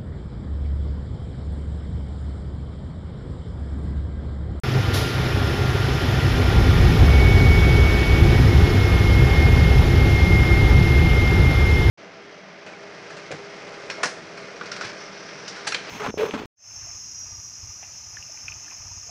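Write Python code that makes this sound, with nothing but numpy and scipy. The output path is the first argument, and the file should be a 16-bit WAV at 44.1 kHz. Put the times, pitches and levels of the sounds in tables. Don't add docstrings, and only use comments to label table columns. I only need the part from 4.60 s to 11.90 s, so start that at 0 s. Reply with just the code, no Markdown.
import sys
import numpy as np
from scipy import signal
from scipy.fft import rfft, irfft
from scipy.io import wavfile
from scipy.ndimage import uniform_filter1d

SR = 44100
rng = np.random.default_rng(int(sys.argv[2]) if len(sys.argv) > 2 else 0)


def wav_out(sig):
    wavfile.write(sys.argv[1], SR, np.round(np.clip(np.atleast_2d(sig).T, -1, 1) * 32767).astype(np.int16))


N = 321930
TIME, HZ = np.arange(N) / SR, np.fft.rfftfreq(N, 1 / SR)

# frequency in Hz, relative spectral level in dB.
AIR_SPECTRUM = [(20, -9), (50, 5.5), (130, 8), (220, 6), (330, 6), (430, 5), (600, -1), (1050, -4),
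                (1900, -3), (2700, -7), (3400, -8.5), (5700, -15.5), (7200, -23), (11200, -25),
                (14000, -31)]
# centre in Hz, width in Hz, lift in dB.
LOW_MODES = [(69.4, 26.8, 13.5), (98.3, 11.2, 16), (129.2, 17.6, 14), (158.2, 6.5, 4.5), (172.7, 8.5, 5),
             (252.5, 10, 8.5), (344, 30, 5), (409.7, 24, 5), (759, 142, 4.5)]
# centre in Hz, width in Hz, lift in dB.
HOUSING_MODES = [(128.6, 13, 2), (1213, 75, 4), (1516, 74, 2), (1853, 170, 2.5), (2420, 61, 3.5),
                 (3050, 220, 3), (3455, 290, 3.5), (5040, 290, 3.5), (5340, 74, 9.5)]
# frequency in Hz, relative level in dB, 60 dB decay time in seconds.
SPIT_SPECTRUM = [(300, -1, 0.54), (700, 5, 0.38), (2200, -5.5, 0.55), (3830, -1.5, 0.91), (5000, -5, 1),
                 (7050, -9.5, 0.56), (10000, -9, 0.68), (14000, -14, 0.42)]
# frequency in Hz, relative spectral level in dB.
ROAR_SPECTRUM = [(12, -29), (25, -10), (42, 0), (58, -4), (75, -5.5), (110, -9), (135, -15), (165, -6),
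                 (240, -18), (330, -14.5), (430, -16.5), (600, -30), (1100, -39), (6000, -55)]
# centre in Hz, width in Hz, lift in dB.
TUBE_OVERTONE = [(840, 184, 10)]
# start in seconds, rise time in seconds, added roar in dB.
FIRE_STAGES = [(1.64, .06, -21), (1.88, 0.13, -16.5)]
# start and end in seconds, first and settled pitch in Hz,
# time constant of the glide in seconds.
WHISTLE_NOTES = [(1.95, 3.89, 2214, 2232, .45), (3.87, 7.4, 2171, 2116, 1.5)]
# time in seconds, level in dB.
WHISTLE_LEVELS = [(1.95, -41), (2.45, -39.5), (2.6, -26), (3.1, -26.5), (3.5, -29), (3.87, -36),
                  (4.55, -28.5), (5.1, -29), (5.3, -35), (5.42, -29), (5.85, -24.5), (6.2, -26.5),
                  (7.3, -26.5)]


def gain_of(db):
    return 10 ** (np.asarray(db) / 20)


def unit_rms(x):
    return x / np.sqrt(np.mean(x ** 2) + 1e-20)


def spectrum_at(table, hz, column=1):
    columns = np.transpose(table)
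    return np.interp(np.log(hz + 1), np.log(columns[0] + 1), columns[column])


def resonance_db(modes):
    power = sum((gain_of(db) ** 2 - 1) / (1 + (2 * (HZ - hz) / width) ** 2) ** 2
                for hz, width, db in modes)
    return 10 * np.log10(np.maximum(1 + power, 1e-3))


def noise(spectrum_db):
    return unit_rms(irfft(rfft(rng.standard_normal(N)) * gain_of(spectrum_db), N))


def drift(rate_hz):
    return noise(-20 * np.log10(1 + (HZ / rate_hz) ** 4))


def eddies(x, depth_db, patch_bins=10, patch_frames=5):
    spectra = signal.stft(x, nperseg=512, noverlap=384)[2]
    patches = uniform_filter1d(rng.standard_normal(spectra.shape), patch_bins, axis=0)
    patches = unit_rms(uniform_filter1d(patches, patch_frames, axis=1))
    return unit_rms(signal.istft(spectra * gain_of(depth_db * patches), nperseg=512, noverlap=384)[1][:N])


def tone(hz, scatter, width_hz):
    halo = (drift(width_hz) + 1j * drift(width_hz)) / np.sqrt(2)
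    phase = 2 * np.pi * np.cumsum(hz * np.ones(N)) / SR
    return unit_rms(((1 + scatter * halo) * np.exp(1j * phase)).real)


def blower(crest_db=-18.5, crest_s=2.34, swell_db_per_s=1.35, ease_db_per_s=.56):
    spectrum_db = spectrum_at(AIR_SPECTRUM, HZ) + resonance_db(LOW_MODES) + resonance_db(HOUSING_MODES)
    air = eddies(noise(spectrum_db), depth_db=1.11)
    below_crest_db = np.maximum(swell_db_per_s * (crest_s - TIME), ease_db_per_s * (TIME - crest_s))
    return air * gain_of(crest_db - below_crest_db + .14 * drift(rate_hz=9))


def blades(level_db=-38.5, drop_db=8, fade_s=(2.2, 4.0)):
    faded_db = level_db - np.interp(TIME, fade_s, (0, drop_db))
    return gain_of(faded_db) * tone(hz=1397, scatter=.36, width_hz=9.6)


def hum(level_db=-31.5):
    return gain_of(level_db) * tone(hz=128.6, scatter=.5, width_hz=4.7)


def valve(start_s=.332, rise_s=.013, level_db=-23):
    hz, frame_s, spectra = signal.stft(noise(spectrum_at(SPIT_SPECTRUM, HZ)), SR, nperseg=256)
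    t60_s = spectrum_at(SPIT_SPECTRUM, hz, column=2)[:, None]
    decay_db = -60 * np.maximum(frame_s - start_s, 0) / t60_s
    hiss = signal.istft(spectra * gain_of(decay_db), SR, nperseg=256)[1][:N]
    return gain_of(level_db) * hiss * np.clip((TIME - start_s) / rise_s, 0, 1)


def firing(settle_db_per_s=.2, surge_db=1.2, surge_hz=4.2):
    supply = sum(gain_of(db) * np.clip((TIME - start) / rise, 0, 1) for start, rise, db in FIRE_STAGES)
    burning_s = np.maximum(TIME - FIRE_STAGES[0][0], 0)
    return supply * gain_of(surge_db * drift(surge_hz) - settle_db_per_s * burning_s)


def flame(crossover_hz=220):
    spectrum_db = spectrum_at(ROAR_SPECTRUM, HZ) + resonance_db(LOW_MODES) + resonance_db(TUBE_OVERTONE)
    roar = eddies(noise(spectrum_db), depth_db=.83)
    deep = irfft(rfft(roar) / (1 + (HZ / crossover_hz) ** 6), N)
    upper = roar - deep
    running_rms = np.sqrt(uniform_filter1d(deep ** 2, size=6500) + 1e-9)
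    levelled_deep = deep * deep.std() / running_rms
    strength = firing()
    return levelled_deep * strength + upper * uniform_filter1d(strength, size=9000)


def whistle(waver_db=1.14, waver_hz=7):
    notes = np.zeros(N)
    for start, end, first_hz, settled_hz, glide_s in WHISTLE_NOTES:
        hz = settled_hz + (first_hz - settled_hz) * np.exp(-np.maximum(TIME - start, 0) / glide_s)
        sounding = uniform_filter1d(1. * ((TIME > start) & (TIME < end)), size=400)
        notes += sounding * tone(hz, scatter=.17, width_hz=26)
    level_db = np.interp(TIME, *np.transpose(WHISTLE_LEVELS))
    return notes * gain_of(level_db + waver_db * drift(waver_hz))


def early_reflections(x, count=10, depth=.13, corner_hz=600):
    delays_s = rng.uniform(.002, .03, count)
    comb = sum(np.exp(-2j * np.pi * HZ * delay) for delay in delays_s) / np.sqrt(count)
    return irfft(rfft(x) * (1 + depth * comb * HZ / (HZ + corner_hz)), N)


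def scene():
    rushing = early_reflections(blower() + flame() + valve())
    return (rushing + blades() + hum() + whistle())[None]


def record(dry, ceiling=1.24, silent_s=.035, notch_hz=8400, notch_width_hz=420, cutoff_hz=14150):
    rounded = ceiling * np.tanh(dry / ceiling) * (TIME > silent_s)
    detuning_squared = ((HZ - notch_hz) / notch_width_hz) ** 2
    notched = irfft(rfft(rounded) * (detuning_squared / (1 + detuning_squared)) ** 2, N)
    low_pass = signal.firwin(801, cutoff_hz, window=("kaiser", 10), fs=SR)
    return signal.oaconvolve(notched, low_pass[None], "same")


dry = scene()
out = record(dry)
wav_out(out)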